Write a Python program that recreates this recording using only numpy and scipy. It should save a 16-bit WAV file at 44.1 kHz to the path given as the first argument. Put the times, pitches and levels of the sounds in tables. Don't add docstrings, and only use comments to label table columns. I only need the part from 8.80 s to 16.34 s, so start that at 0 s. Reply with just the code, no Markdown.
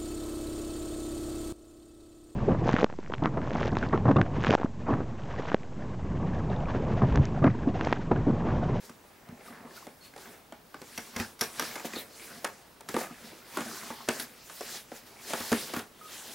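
import sys
import numpy as np
from scipy import signal
from scipy.io import wavfile

SR = 44100
rng = np.random.default_rng(int(sys.argv[2]) if len(sys.argv) > 2 else 0)


def transcribe(u):
    v = np.clip(np.atleast_2d(u).T, -1, 1)
    q = np.round(v * 32767).astype(np.int16)
    wavfile.write(sys.argv[1], SR, q)


N = 332514


def from_db(db):
    return 10 ** (np.asarray(db) / 20)


def rms_one(x):
    return x / np.sqrt(np.mean(x ** 2) + 1e-20)


def at_hz(points, hz):
    table_hz, values = np.transpose(points)
    return np.interp(np.log(hz), np.log(table_hz), values)


def band(x, low_hz, high_hz):
    sos = signal.butter(2, [low_hz, min(high_hz, 0.45 * SR)], "band", fs=SR, output="sos")
    return signal.sosfilt(sos, x)


def drift(rate_hz):
    step = 40
    pole = np.exp(-2 * np.pi * rate_hz * step / SR)
    noise = rng.standard_normal(N // step + 2002)
    slow = signal.lfilter([1], [1, -2 * pole, pole ** 2], noise)[2000:]
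    return np.interp(np.arange(N) / step, np.arange(len(slow)), rms_one(slow))


def ring(force, hz, t60_s):
    radius, angle = from_db(-60 / (t60_s * SR)), 2 * np.pi * hz / SR
    poles = [1, -2 * radius * np.cos(angle), radius ** 2]
    return signal.lfilter([0, np.sin(angle)], poles, force + 1e-18)


def grains(per_s, spread_db):
    sizes = from_db(spread_db * np.minimum(rng.exponential(1, N), 5))
    signs = rng.choice([-1, 1], N)
    return rms_one(sizes * signs * (rng.random(N) < per_s / SR))


def banded(source, spectrum, alike_table, patchy_db):
    out, edges = 0, 22 * 2 ** np.arange(0, 10, 0.5)
    for k, (low_hz, high_hz) in enumerate(zip(edges, edges[1:])):
        hz = np.sqrt(low_hz * high_hz)
        if hz < 0.7 * spectrum[0][0]:
            continue
        mid, side = band(source[k % 2], low_hz, high_hz)
        alike = np.clip(at_hz(alike_table, hz), -1, 1)
        gain = from_db(at_hz(spectrum, hz) + patchy_db * drift(9))
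        pair = np.sqrt(1 + alike) * mid + np.sqrt(1 - alike) * side * [[1], [-1]]
        out = out + gain * pair
    return rms_one(out)


# frequency in Hz, relative level in dB per Hz.
ROOM_NOISE = [(15, -41), (25, -2.5), (228, 3), (981, -2), (1470, -5.5), (6490, -18.5), (15800, -18)]
# frequency in Hz, left-right likeness of the room noise (1 is identical).
ROOM_NOISE_ALIKE = [(60, 1), (2000, 0.42), (15000, 0.78)]


def room_noise():
    noise = rng.standard_normal((2, 2, N))
    return from_db(-57.5) * banded(noise, ROOM_NOISE, ROOM_NOISE_ALIKE, patchy_db=0.5)


def whine():
    return from_db(-74) * np.sin(2 * np.pi * 15625 * np.arange(N) / SR)


# moment of full strength in seconds,
# rise in seconds, hold in seconds, fall in seconds, surface hiss in dB, drag on the box walls in dB.
STROKES = [(0.05, 0.16, 0, 0.12, -53, -57.5), (0.673, 0.084, 0.0031, 0.13, -54.5, -57),
           (0.797, 0.76, 0.074, 0.31, -68, -50.5), (0.968, 0.11, 0.0064, 0.19, -51, -55),
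           (1.245, 0.064, 0.017, 0.06, -53.5, -62), (1.396, 0.063, 0.15, 0.12, -55, -53.5),
           (2.162, 0.27, 0.079, 0.4, -49, -56.5), (2.4, 0.096, 0.0051, 0.13, -42.5, -43.5),
           (2.619, 0.025, 0.0025, 0.14, -39, -47), (2.815, 0.12, 0.0012, 0.36, -38, -40),
           (3.055, 0.0094, 0.0034, 0.051, -37.5, -38.5), (3.178, 0.16, 0.034, 0.052, -43, -46.5),
           (3.456, 0.27, 0, 0.46, -46.5, -49.5), (4.092, 0.015, 0.094, .1, -48, -63),
           (4.196, 0.086, 0.022, 0.1, -40, -37), (4.463, 0.44, 0, 0.41, -51, -49.5),
           (4.754, 0.14, 0.19, 0.8, -44, -46.5), (5.3, 0.029, 0.12, 0.063, -41, -51.5),
           (5.93, 0.42, 0.04, 0.1, -41, -52.5), (6.166, 0.1, 0, 0.081, -46, -55),
           (6.269, 0.024, 0, 0.17, -53, -55.5), (6.501, 0.12, 0.31, 0.12, -38.5, -47),
           (6.979, 0.71, 0.0054, 0.094, -43, -45.5), (7.322, 0.2, .25, .2, -45.5, -53.5)]
HISS_COLUMN, DRAG_COLUMN = 4, 5
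STROKE_SWING_DB = 20


def strokes(column, resting_db, slower):
    t = np.arange(0, N + 64, 64) / SR
    power = from_db(resting_db) ** 2
    for row in STROKES:
        full_s, rise_s, hold_s, fall_s = row[:4]
        before = np.maximum((full_s - t) / rise_s, 0)
        after = np.maximum((t - full_s - hold_s) / fall_s, 0)
        level_db = row[column] - STROKE_SWING_DB * (before + after) / slower
        power = power + from_db(level_db) ** 2
    return np.interp(np.arange(N) / SR, t, 10 * np.log10(power))


# frequency in Hz, relative level in dB per Hz.
HISS = [(880, -18.5), (1500, -6.5), (2250, -7.5), (4430, -5.5), (10800, -9.5), (15800, -12)]
# frequency in Hz, left-right likeness of the hiss (1 is identical).
HISS_ALIKE = [(1500, 0.99), (9000, 0.77)]


def surface_hiss(hiss_db):
    fibres = np.array([[grains(9000, spread_db=0), rng.standard_normal(N)] for _ in range(2)])
    return from_db(hiss_db) * banded(fibres, HISS, HISS_ALIKE, patchy_db=2.2)


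# frequency in Hz, level in dB, decay by 60 dB in seconds.
BOX = [(106, -14.5, 0.083), (174.7, -7.5, 0.077), (237.3, 2.5, 0.086), (277, 0, 0.038), (397, -5, 0.061),
       (700, -5.5, 0.097)]


def drag(drag_db):
    catches = grains(3000, spread_db=2.5) * from_db(2 * drift(20))
    pitches_hz = np.geomspace(330, 2300, 14)
    dealt = rng.integers(0, 14, N)
    creak = np.zeros(N)
    for k, hz in enumerate(pitches_hz):
        patch = ring(catches * (dealt == k), hz, 14 / hz)
        creak += patch * from_db(4.5 * drift(5) + 3.36 * np.log2(hz / 330))
    hum = sum(from_db(level_db) * ring(catches, hz, t60_s) for hz, level_db, t60_s in BOX)
    hum = hum * from_db(5 * drift(8))
    mixed = rms_one(band(creak, 240, 7200)) + from_db(-5.5) * rms_one(band(hum, 173, 3900))
    return from_db(drag_db) * rms_one(mixed)


# start in seconds, knock level in dB before
# each layer's own offset, thud in dB re the knock, crack in dB re the knock, struck patch's pitch in Hz.
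KNOCKS = [(0.095, -38, -1, -13, 1190), (0.4876, -43, 9, -15, 970), (0.521, -53, 11.5, -25, 400),
          (1.0685, -32.5, -17, -34, 600), (1.338, -42.5, -25, -31, 1660), (1.3622, -36, -33, -14, 574),
          (1.3782, -43, -31, -2, 584), (1.7232, -33, -16, -28.5, 660), (1.9437, -31, -30, -33, 1205),
          (2.0163, -36, -2.5, -12, 400), (2.1771, -27.5, -0.5, -3, 2105), (2.363, -26, 1, -5.5, 1665),
          (2.3991, -24.5, 5.5, -7, 1960), (2.5925, -42, -4, 0, 1660), (2.6106, -22, 3, 2.5, 1560),
          (2.7961, -19.5, -7.5, -4.5, 1245), (2.824, -26, -40, -21, 1275), (2.956, -28, -14, -5.5, 1685),
          (2.997, -33.5, -20, -10, 1940), (3.047, -26.5, -9.5, -29, 550), (3.135, -30.5, -13, -26, 1960),
          (3.16, -32, -3.5, -11, 3570), (3.6448, -20.5, -28, -6.5, 578), (4.007, -38, -27, -9.5, 715),
          (4.0881, -29, 1.5, -1, 1346), (4.1425, -19.5, -12, -33, 400), (4.1655, -17.5, -15, -34, 936),
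          (4.7713, -20.5, -32, -23, 1130), (4.785, -26.5, -13, -30, 1080), (4.806, -25.5, -10, -20, 870),
          (5.104, -26.5, -20, -31, 900), (5.2787, -32.5, 0.5, -21, 1390), (5.287, -13.5, -9, -14.5, 453),
          (5.3978, -30.5, -7, 6.5, 1560), (5.6976, -36.5, -24, -6, 1230), (5.8084, -25.5, -32, -32, 548),
          (6.118, -30, -18, -36, 574), (6.506, -28.5, -15, -29, 470), (6.5344, -19.5, -15, -23, 670),
          (6.603, -31.5, 3, -6, 460), (6.7177, -17.5, -4, -19.5, 490), (6.7265, -16, -7.5, -25.5, 607),
          (6.9366, -23, -8.5, -17, 500), (6.964, -23, -3, -20.5, 1136), (6.9918, -32, -10, -3, 1510)]
START_S, KNOCK_DB, THUD_DB, CRACK_DB, PITCH_HZ = np.transpose(KNOCKS)
TOP_FOLLOWS, DEEP_FOLLOWS = 0.42, 0.63


def place(bursts, level_db):
    track = np.zeros(N + bursts.shape[1])
    for start_s, burst, gain in zip(START_S, bursts, from_db(level_db)):
        at = round(start_s * SR)
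        track[at:at + len(burst)] += gain * burst
    return track[:N]


def contacts():
    crunch_s, follows = 0.0039, 0.5
    t = np.arange(SR // 10) / SR
    length = np.clip(crunch_s * from_db(follows * CRACK_DB[:, None]), 0.0003, 0.03)
    envelope = np.exp(-t / length) * (1 - np.exp(-t / (0.2 * length)))
    bursts = rng.standard_normal((len(KNOCKS), len(t))) * envelope
    crunch_size = np.sqrt(np.sum(bursts ** 2, axis=1))
    bursts[:, 0] = from_db(6) / 4 * crunch_size * np.sqrt(crunch_s / length[:, 0])
    return bursts / np.sqrt(np.sum(bursts ** 2, axis=1, keepdims=True))


def one_way_pushes(bursts):
    return np.abs(bursts) / np.sum(np.abs(bursts), axis=1, keepdims=True)


def box(bursts):
    pushes, out = one_way_pushes(bursts), np.zeros(N)
    luck_db = rng.normal(0, 2, (len(KNOCKS), len(BOX)))
    for k, (hz, level_db, t60_s) in enumerate(BOX):
        octaves_deep = max(np.log2(220 / hz), 0)
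        push_db = KNOCK_DB + THUD_DB + 5.5 + luck_db[:, k] + DEEP_FOLLOWS * THUD_DB * octaves_deep
        out += from_db(level_db) * ring(place(pushes, push_db), hz, t60_s) * (-1) ** k
    return band(out, 80, 2000)


# low edge in Hz, high edge in Hz, level in dB, decay by 60 dB in seconds.
WALLS = [(265, 532, 7, 0.062), (600, 1920, 3.5, 0.086), (1390, 9500, 7, 0.0083)]


def walls(bursts):
    pushes, out = one_way_pushes(bursts), np.zeros(N)
    luck_db = rng.normal(0, 1.5, (len(KNOCKS), len(WALLS)))
    for k, (low_hz, high_hz, level_db, t60_s) in enumerate(WALLS):
        octaves_away = np.abs(np.log2(PITCH_HZ / np.sqrt(low_hz * high_hz)))
        blow_db = KNOCK_DB + level_db + k * TOP_FOLLOWS / 2 * CRACK_DB + luck_db[:, k] + octaves_away
        blows = place(pushes, blow_db)
        dying = signal.lfilter([1], [1, -from_db(-60 / (t60_s * SR))], blows + 1e-18)
        out += band(dying * grains(4000, spread_db=0.5), low_hz, high_hz)
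    return out


def patches():
    level_db, t60_s, pair_ratio = -5.5, 0.028, 1.257
    touch = np.arange(SR // 10) == 0
    rings = np.array([ring(touch, hz, t60_s) + ring(touch, pair_ratio * hz, t60_s) for hz in PITCH_HZ])
    return band(place(rings, KNOCK_DB + level_db), 250, 8000)


# frequency in Hz, level in dB, decay by 60 dB in seconds.
TAB = [(3810, -32, 0.021), (5700, -23.5, 0.014), (11700, -32, 0.0067)]
TAB_FROM_S, TAB_TO_S, TAB_RUB_DB = 2.04, 2.9, -7


def cracks(bursts, hiss_db):
    broad = band(band(place(bursts, KNOCK_DB + 9), 500, 3500), 500, 3500)
    bright = place(bursts, KNOCK_DB + CRACK_DB + 24)
    top = place(bursts, KNOCK_DB + (1 + TOP_FOLLOWS) * CRACK_DB + 23)
    t = np.arange(N) / SR
    rubbing = from_db(hiss_db + TAB_RUB_DB) * rng.standard_normal(N)
    tab_force = (bright + rubbing) * (t > TAB_FROM_S) * (t < TAB_TO_S)
    tab = sum(from_db(level_db) * ring(tab_force, hz, t60_s) for hz, level_db, t60_s in TAB)
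    return broad + band(bright, 3200, 5450) + band(top, 10000, 11500) + tab


# start in seconds, length in seconds before the final
# fade, # pitch in Hz, spread of the pitch in Hz, level in dB.
SQUEAKS = [(0.68, 0.0082, 1210, 40, -42), (0.972, 0.0074, 1400, 48, -43), (1.024, 0.0068, 1106, 60, -43),
           (1.208, 0.067, 4320, 120, -57), (3.152, 0.041, 3970, 330, -41), (5.402, 0.035, 1620, 40, -47),
           (7.211, 0.057, 1256, 5, -44)]


def squeaks():
    out, t = np.zeros(N), np.arange(N) / SR
    waver, tremble = drift(150), from_db(3 * drift(60))
    for start_s, length_s, hz, width_hz, level_db in SQUEAKS:
        tone = np.sin(2 * np.pi * np.cumsum(hz + width_hz * waver) / SR) * tremble
        corners_s = [start_s, start_s + 0.003, start_s + length_s, start_s + 1.4 * length_s]
        out += from_db(level_db) * tone * np.interp(t, corners_s, [0, 1, 0.7, 0])
    return out


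def room(x):
    t60_s, wall_cut_hz = 0.23, 8300
    out, dull = np.zeros((2, N)), np.exp(-2 * np.pi * wall_cut_hz / SR)
    lags = (rng.uniform(0.009, 0.03, 16) * SR).astype(int)
    for k, lag in enumerate(lags):
        loop, gain, state = x.copy(), from_db(-60 * lag / SR / t60_s), [0.0]
        for i in range(lag, N, lag):
            back, state = signal.lfilter([gain * (1 - dull)], [1, -dull], loop[i - lag:i], zi=state)
            loop[i:i + lag] += back[:N - i]
        out[k % 2] += (loop - x) * (-1) ** (k // 2)
    middle = out.mean(axis=0)
    return middle + 0.5 * band(out - middle, 740, 17000)


def scene():
    hiss_db = strokes(HISS_COLUMN, resting_db=-66, slower=1)
    drag_db = strokes(DRAG_COLUMN, resting_db=-75, slower=1.064)
    bursts = contacts()
    knocking = box(bursts) + walls(bursts) + patches() + cracks(bursts, hiss_db)
    near = knocking + drag(drag_db) + squeaks()
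    echo = from_db(-11) * room(near)
    return near + echo + surface_hiss(hiss_db) + room_noise() + whine()


def record(dry):
    return signal.sosfilt(signal.ellip(10, 0.3, 75, 15900, fs=SR, output="sos"), dry)


dry = scene()
out = record(dry)
transcribe(out)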